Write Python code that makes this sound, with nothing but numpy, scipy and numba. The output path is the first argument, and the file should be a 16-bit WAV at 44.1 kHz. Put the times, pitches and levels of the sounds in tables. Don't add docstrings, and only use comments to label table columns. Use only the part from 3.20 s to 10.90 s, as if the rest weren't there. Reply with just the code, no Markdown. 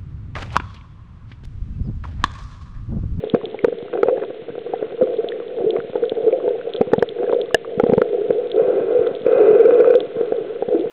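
import sys
import numpy as np
from scipy import signal
from scipy.fft import rfft, irfft
from scipy.io import wavfile
from scipy.ndimage import uniform_filter1d
from numba import njit

SR = 44100
rng = np.random.default_rng(int(sys.argv[2]) if len(sys.argv) > 2 else 0)


def bounce(signal):
    frames = np.transpose(np.atleast_2d(signal))
    limited = np.clip(frames, -1, 1)
    pcm = np.round(limited * 32767).astype(np.int16)
    wavfile.write(sys.argv[1], SR, pcm)


def boost(x):
    u = np.asarray(x, float) / 20
    return 10 ** u


N = 339570
T = np.arange(N) / SR
TOP_HZ = 4150

# pitch_hz, relative level_db
HISS_COLOUR = [(60, -3.5), (120, 3), (300, 9), (900, 0), (2000, 8.5), (3500, 6), (4200, -6)]
# start_s, peak level_db
SHRIMP_SNAPS = [(0.0983, -18.5), (0.255, -19.5), (2.087, -18.5), (2.5057, -18.5), (2.853, -31),
                (2.895, -18), (3.536, -18.5), (3.5622, -20), (3.792, -25.5), (3.7956, -30), (3.8895, -18.5),
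                (4.1175, -31.5), (4.2143, -19.5), (5.3163, -19), (5.871, -27.5), (5.9507, -27),
                (6.7535, -19), (6.8039, -18)]
# start_s, peak level_db, pitch_hz
MID_POPS = [(0.1443, -17, 1120), (0.2132, -28, 1050), (0.39, -22.5, 2200), (0.4446, -11.5, 1230),
            (0.682, -32, 1290), (0.831, -9, 1320), (0.884, -23, 1360), (0.972, -31.5, 1700),
            (1.019, -31.5, 1690), (2.1201, -23.5, 1810), (1.823, -25.5, 1340), (2.5637, -23, 1150),
            (2.565, -28, 2150), (2.76, -28, 1350), (2.602, -22.5, 1430), (2.837, -25.5, 1440),
            (3.1263, -28, 2340), (3.2012, -29, 1120), (3.4125, -27.5, 1490), (3.825, -7, 910),
            (4.126, -14, 955), (4.3087, -25, 1180), (4.447, -24, 1170), (4.598, -11.5, 1356),
            (4.817, -9, 1370), (5.8667, -22.5, 1320), (6.6444, -14, 1282)]
# start_s, peak level_db, starting pitch_hz, fade by 60 dB in t60_s
CASE_THROBS = [(0.857, -13.5, 524, 0.058), (0.92, -15.5, 513, 0.13), (1.81, -3.5, 498, 0.081),
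               (1.986, -11, 447, 0.066), (2.46, -10, 425.3, 0.12), (2.822, -10, 465, 0.1),
               (3.063, -5.5, 437, 0.095), (3.125, -7.5, 510, 0.093), (5.745, -10, 476, 0.23),
               (5.175, -13.5, 473, 0.079), (5.4, -10, 451, .15), (6.35, -1, 427.3, .08),
               (6.395, 1, 456.5, .1), (6.45, 1, 456, .08), (6.52, 1, 473.5, .08), (6.553, -3, 470, .06),
               (6.6, 0, 468.6, .06), (6.672, -3, 480, .06), (6.7, -2, 481, .06), (6.75, -0.5, 489, 0.087),
               (7.545, -9.5, 330, 0.072), (7.59, -16, 330, 0.076)]
# start_s, peak level_db, pitch_hz
CASE_THUMPS = [(0.138, -4.5, 241), (0.438, -10, 298.5), (0.473, -18, 300), (1.822, -13, 250),
               (2.462, -24.5, 173), (3.608, -6.5, 241.4), (3.73, -5.5, 284.3), (3.78, -10, 206),
               (4.575, -15, 196), (4.634, -6, 244.5), (4.692, -8.5, 205), (4.726, -6, 241),
               (4.775, -6, 192), (4.813, -12, 273), (5.098, -16.5, 274), (5.791, -23, 108),
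               (7.481, -18.5, 225)]
# pitch_hz, peak level_db, t60_s
CLACK_RINGS = [(470, 0.5, 0.036), (642, -3, 0.036), (1721, 0, 0.022), (2860, -2, 0.011)]
# start_s, peak level_db of the boom, glug level_db against the boom
CASE_KNOCKS = [(0.036, -12.5, -20), (0.069, -17, -30), (0.145, -2, -13), (0.343, -15.5, -11.5),
               (0.444, 1, -20), (0.481, -8.5, -31), (0.523, -14, -15), (0.752, -11.5, -10.5),
               (0.83, -1, -15), (0.883, -4.5, -9), (0.977, -11.5, -15), (1.022, -13, -21),
               (1.102, -16.5, -17), (1.282, -22.5, -8), (1.378, -16.5, -15), (1.462, -19, -16),
               (1.535, -13, -1), (1.624, -8, -15), (1.721, -18.5, -13), (1.812, -9.5, -4.5),
               (2.042, -10.5, -40), (2.568, -9.5, -10), (2.754, -8.5, -14.5), (2.917, -9, -17),
               (3.277, -8.5, -19), (3.611, -1, -12), (3.733, 1.5, -10), (3.78, -10.5, -8),
               (3.823, 0, -12.5), (3.988, -19, -19.5), (4.039, -8.5, -25), (4.13, -5.5, -20),
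               (4.2, -14.5, -25), (4.597, -2, -9.5), (4.636, -4.5, -18.5), (4.663, -7, -16),
               (4.695, -6, -15), (4.719, -10, -9), (4.733, 0, -20), (4.778, -1.5, -22), (4.816, -1, -21),
               (5.015, -15, -33), (5.104, -1.5, -26), (6.063, -3.5, -19), (7.009, -5, -31),
               (7.12, -4.5, -20.5), (7.422, -8.5, -10.5), (7.484, -11.5, -14.5)]
# pitch_hz, relative level_db, t60_s
CASE_RINGS = [(328, -22, 0.05), (422.7, 0.5, .04), (477.6, 14.5, 0.026), (524, -13.5, 0.0086),
              (670.5, -3.5, 0.06), (785, -30.5, 0.0092)]
# pitch_hz, relative level_db, t60_s
WALL_RINGS = [(1137, -8.5, 0.022), (1355, 0, 0.018), (1507, -3.5, 0.023), (1996, -12, 0.027),
              (2446, -7, 0.016), (3480, -23, .008)]
# start_s, length_s, boom level_db at the start,
# swell_db_per_s, walls level_db against the boom
WATER_SURGES = [(0.0, 0.516, -32, -4.5, -28), (0.713, 0.21, -23.5, 14, -19), (0.948, .42, -33, -26, -25.5),
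                (1.454, 0.2, -32.5, 15, -16.5), (1.767, 0.58, -21, -17, -28.5),
                (2.337, 0.21, -24.5, 29, -34), (2.723, 0.13, -23.5, -0.5, -29.5),
                (2.926, 0.37, -18, -4.5, -35.5), (3.403, 0.63, -27.5, -7, -25.5),
                (3.953, 0.19, -26.5, 50, -28), (4.436, 0.821, -27, 8, -32), (5.322, 0.29, -13.5, 3, -29.5),
                (5.658, .22, -14.5, 0.5, -28), (6.029, 0.15, -15, 24.5, -23.5), (6.159, 0.57, -7, -7, -25),
                (6.929, 0.46, -19, -17, -27), (7.471, 0.14, -16.5, -12.5, -36.5)]
# time_s, grit from 0 to 1
WATER_GRIT = [(0, .7), (.9, 1), (3.1, .5), (4.8, .9), (5.3, .1), (6.3, .05), (6.75, 0.4), (7.1, .05),
              (7.7, .3)]


def unit(x):
    return x / np.sqrt(np.mean(x ** 2))


def fade(t, t60):
    return np.exp(-np.log(1000) * t / t60)


def band(x, low_hz, high_hz, order):
    return signal.sosfilt(signal.butter(order, [low_hz, high_hz], "bandpass", fs=SR, output="sos"), x)


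def blip(hz, t60, rise, glide=0.):
    t = T[:SR // 8]
    tone = np.sin(2 * np.pi * hz * t * (1 + glide * t))
    return tone * fade(t, t60) * (1 - np.exp(-t / rise))


def ring(modes):
    t = T[:SR // 8]
    return sum(boost(db) * np.sin(2 * np.pi * hz * t) * fade(t, t60) for hz, db, t60 in modes)


def walk(rate):
    hold = int(SR / rate)
    steps = np.repeat(rng.standard_normal(N // hold + 1), hold)
    return unit(uniform_filter1d(steps, hold)[:N])


def grains(rate, spread_db):
    when = rng.random(N) < rate / SR
    sign = rng.choice([-1., 1.], N)
    size = boost(spread_db * np.minimum(rng.exponential(size=N), 3.5))
    return unit(when * sign * size)


def add(out, s, db, sound):
    i = int(s * SR)
    part = sound[:N - i]
    out[i:i + len(part)] += boost(db) * part / np.abs(sound).max()


def hiss():
    hz, db = np.transpose(HISS_COLOUR)
    f = np.fft.rfftfreq(N, 1 / SR) + 1
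    colour = boost(np.interp(np.log(f), np.log(hz), db)) * (f < 2 * TOP_HZ)
    noise = irfft(rfft(rng.standard_normal(N)) * colour, N)
    return boost(-50.5) * unit(noise)


def snaps():
    tick = blip(3417, t60=0.0044, rise=0.00046)
    crackle = signal.fftconvolve(grains(80, 5.1), tick)[:N]
    out = boost(-58.5) * unit(crackle)
    for s, db in SHRIMP_SNAPS:
        add(out, s, db, tick)
    return out


def pops():
    out = np.zeros(N)
    for s, db, hz in MID_POPS:
        add(out, s, db, blip(hz, t60=0.014, rise=0.00009))
    return out


def throbs():
    out = np.zeros(N)
    for s, db, hz, t60 in CASE_THROBS:
        add(out, s, db, blip(hz, t60, rise=0.0071, glide=0.6))
    return out


def thumps():
    out = np.zeros(N)
    for s, db, hz in CASE_THUMPS:
        add(out, s, db, blip(hz, t60=0.028, rise=0.0014))
    return out


def clack():
    out = np.zeros(N)
    for hz, db, t60 in CLACK_RINGS:
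        add(out, 4.3443, db, blip(hz, t60, rise=0.00052))
    return out


def knocks():
    out = np.zeros(N)
    boom = signal.fftconvolve(ring(CASE_RINGS), blip(459.4, t60=0.011, rise=0.0014))
    burst = rng.standard_normal(SR // 100) * fade(T[:SR // 100], 0.01)
    crack = signal.fftconvolve(burst, blip(1000, t60=0.004, rise=0.0002))
    crack = band(crack, 600, 2600, order=2)
    glug_hz = 720 * np.exp(0.094 * rng.standard_normal(len(CASE_KNOCKS)))
    for (s, db, glug_db), hz in zip(CASE_KNOCKS, glug_hz):
        add(out, s, db, boom)
        add(out, s + 0.002, db - 21, crack)
        add(out, s, db + glug_db, blip(hz, t60=0.033, rise=0.0014, glide=1.6))
    return out


def gurgle(hz, spread, width_hz):
    slosh = signal.lfilter(*signal.butter(2, width_hz, fs=SR), rng.standard_normal((2, N)))
    phase = 2 * np.pi * np.cumsum(hz * np.exp(spread * walk(24))) / SR
    return unit(slosh[0] * np.cos(phase) + slosh[1] * np.sin(phase))


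def bubbles(count, hz, spread, cycles):
    out = np.zeros(N)
    for when, pitch, size in rng.random((count, 3)):
        f = hz * np.exp(spread * (2 * pitch - 1))
        add(out, when * T[-1], -16 * size, blip(f, t60=cycles / f, rise=0.0024, glide=4.0))
    return unit(out)


def surges():
    attack_s, release_t60_s = 0.05, 0.55
    boom_power, wall_power = boost(-34.5) ** 2, boost(-57.5) ** 2
    for s, length, db, swell_db, wall_db in WATER_SURGES:
        t = T - s
        onset = np.clip(t / attack_s, 0, 1)
        swell = boost(db + swell_db * np.clip(t, 0, length))
        gain = onset * swell * fade(np.maximum(t - length, 0), release_t60_s)
        boom_power = boom_power + gain ** 2
        wall_power = wall_power + (gain * boost(wall_db)) ** 2
    return np.sqrt(boom_power), np.sqrt(wall_power)


def rumble(boom_gain):
    pushes = grains(45, 6.6) + 0.6 * rng.standard_normal(N)
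    return boost(-35) * boom_gain ** 0.27 * unit(band(pushes, 110, 400, order=2))


def wash():
    boom_gain, wall_gain = surges()
    grit = np.interp(T, *np.transpose(WATER_GRIT))
    lumps = grains(70, 6.4)

    eddies = unit(band(rng.standard_normal(N) + 1.1 * grit * lumps, 312.5, 732, order=3))
    pockets = bubbles(count=260, hz=495.8, spread=0.4, cycles=17.0)
    eddies = eddies + 0.92 * gurgle(455, 0.08, 45) + 1.02 * grit * pockets
    eddies = boost(1.1 * walk(40)) * eddies
    boom = unit(signal.fftconvolve(eddies, ring(CASE_RINGS))[:N])

    scrape = np.sqrt(1 - grit) * rng.standard_normal(N) + np.sqrt(grit) * lumps
    walls = signal.fftconvolve(scrape, ring(WALL_RINGS))[:N]
    walls = unit(band(walls, 780, 3100, order=2))
    fizz = grit * bubbles(count=110, hz=1150., spread=0.65, cycles=30.)
    return boom_gain * boom + wall_gain * (walls + 0.7 * fizz) + rumble(boom_gain)


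def scene():
    background = hiss() + snaps() + pops()
    case_sounds = throbs() + thumps() + clack() + knocks()
    return (background + case_sounds + wash())[None]


@njit
def follow(x, attack, release):
    level, out = 0., np.empty(len(x))
    for i in range(len(x)):
        speed = attack if abs(x[i]) > level else release
        level += (abs(x[i]) - level) * speed
        out[i] = level
    return out


def roll_off(x):
    return signal.sosfilt(signal.butter(12, 16510, fs=SR, output="sos"), x)


def record(dry):
    thin = signal.sosfilt(signal.butter(2, 100, "highpass", fs=SR, output="sos"), dry)
    narrow = signal.sosfilt(signal.cheby1(10, 0.5, TOP_HZ, fs=SR, output="sos"), thin)

    attack_s, release_s = 0.0045, 0.048
    level = follow(narrow[0], 1 / (attack_s * SR), 1 / (release_s * SR))
    held = narrow * np.minimum(0.35 / (level + 1e-9), 1) ** 0.52

    ceiling, knee = 0.71, 19
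    flat = held / (1 + np.abs(held / ceiling) ** knee) ** (1 / knee)
    mix = flat - 0.0028
    return roll_off(mix)


dry = scene()
out = record(dry)
bounce(out)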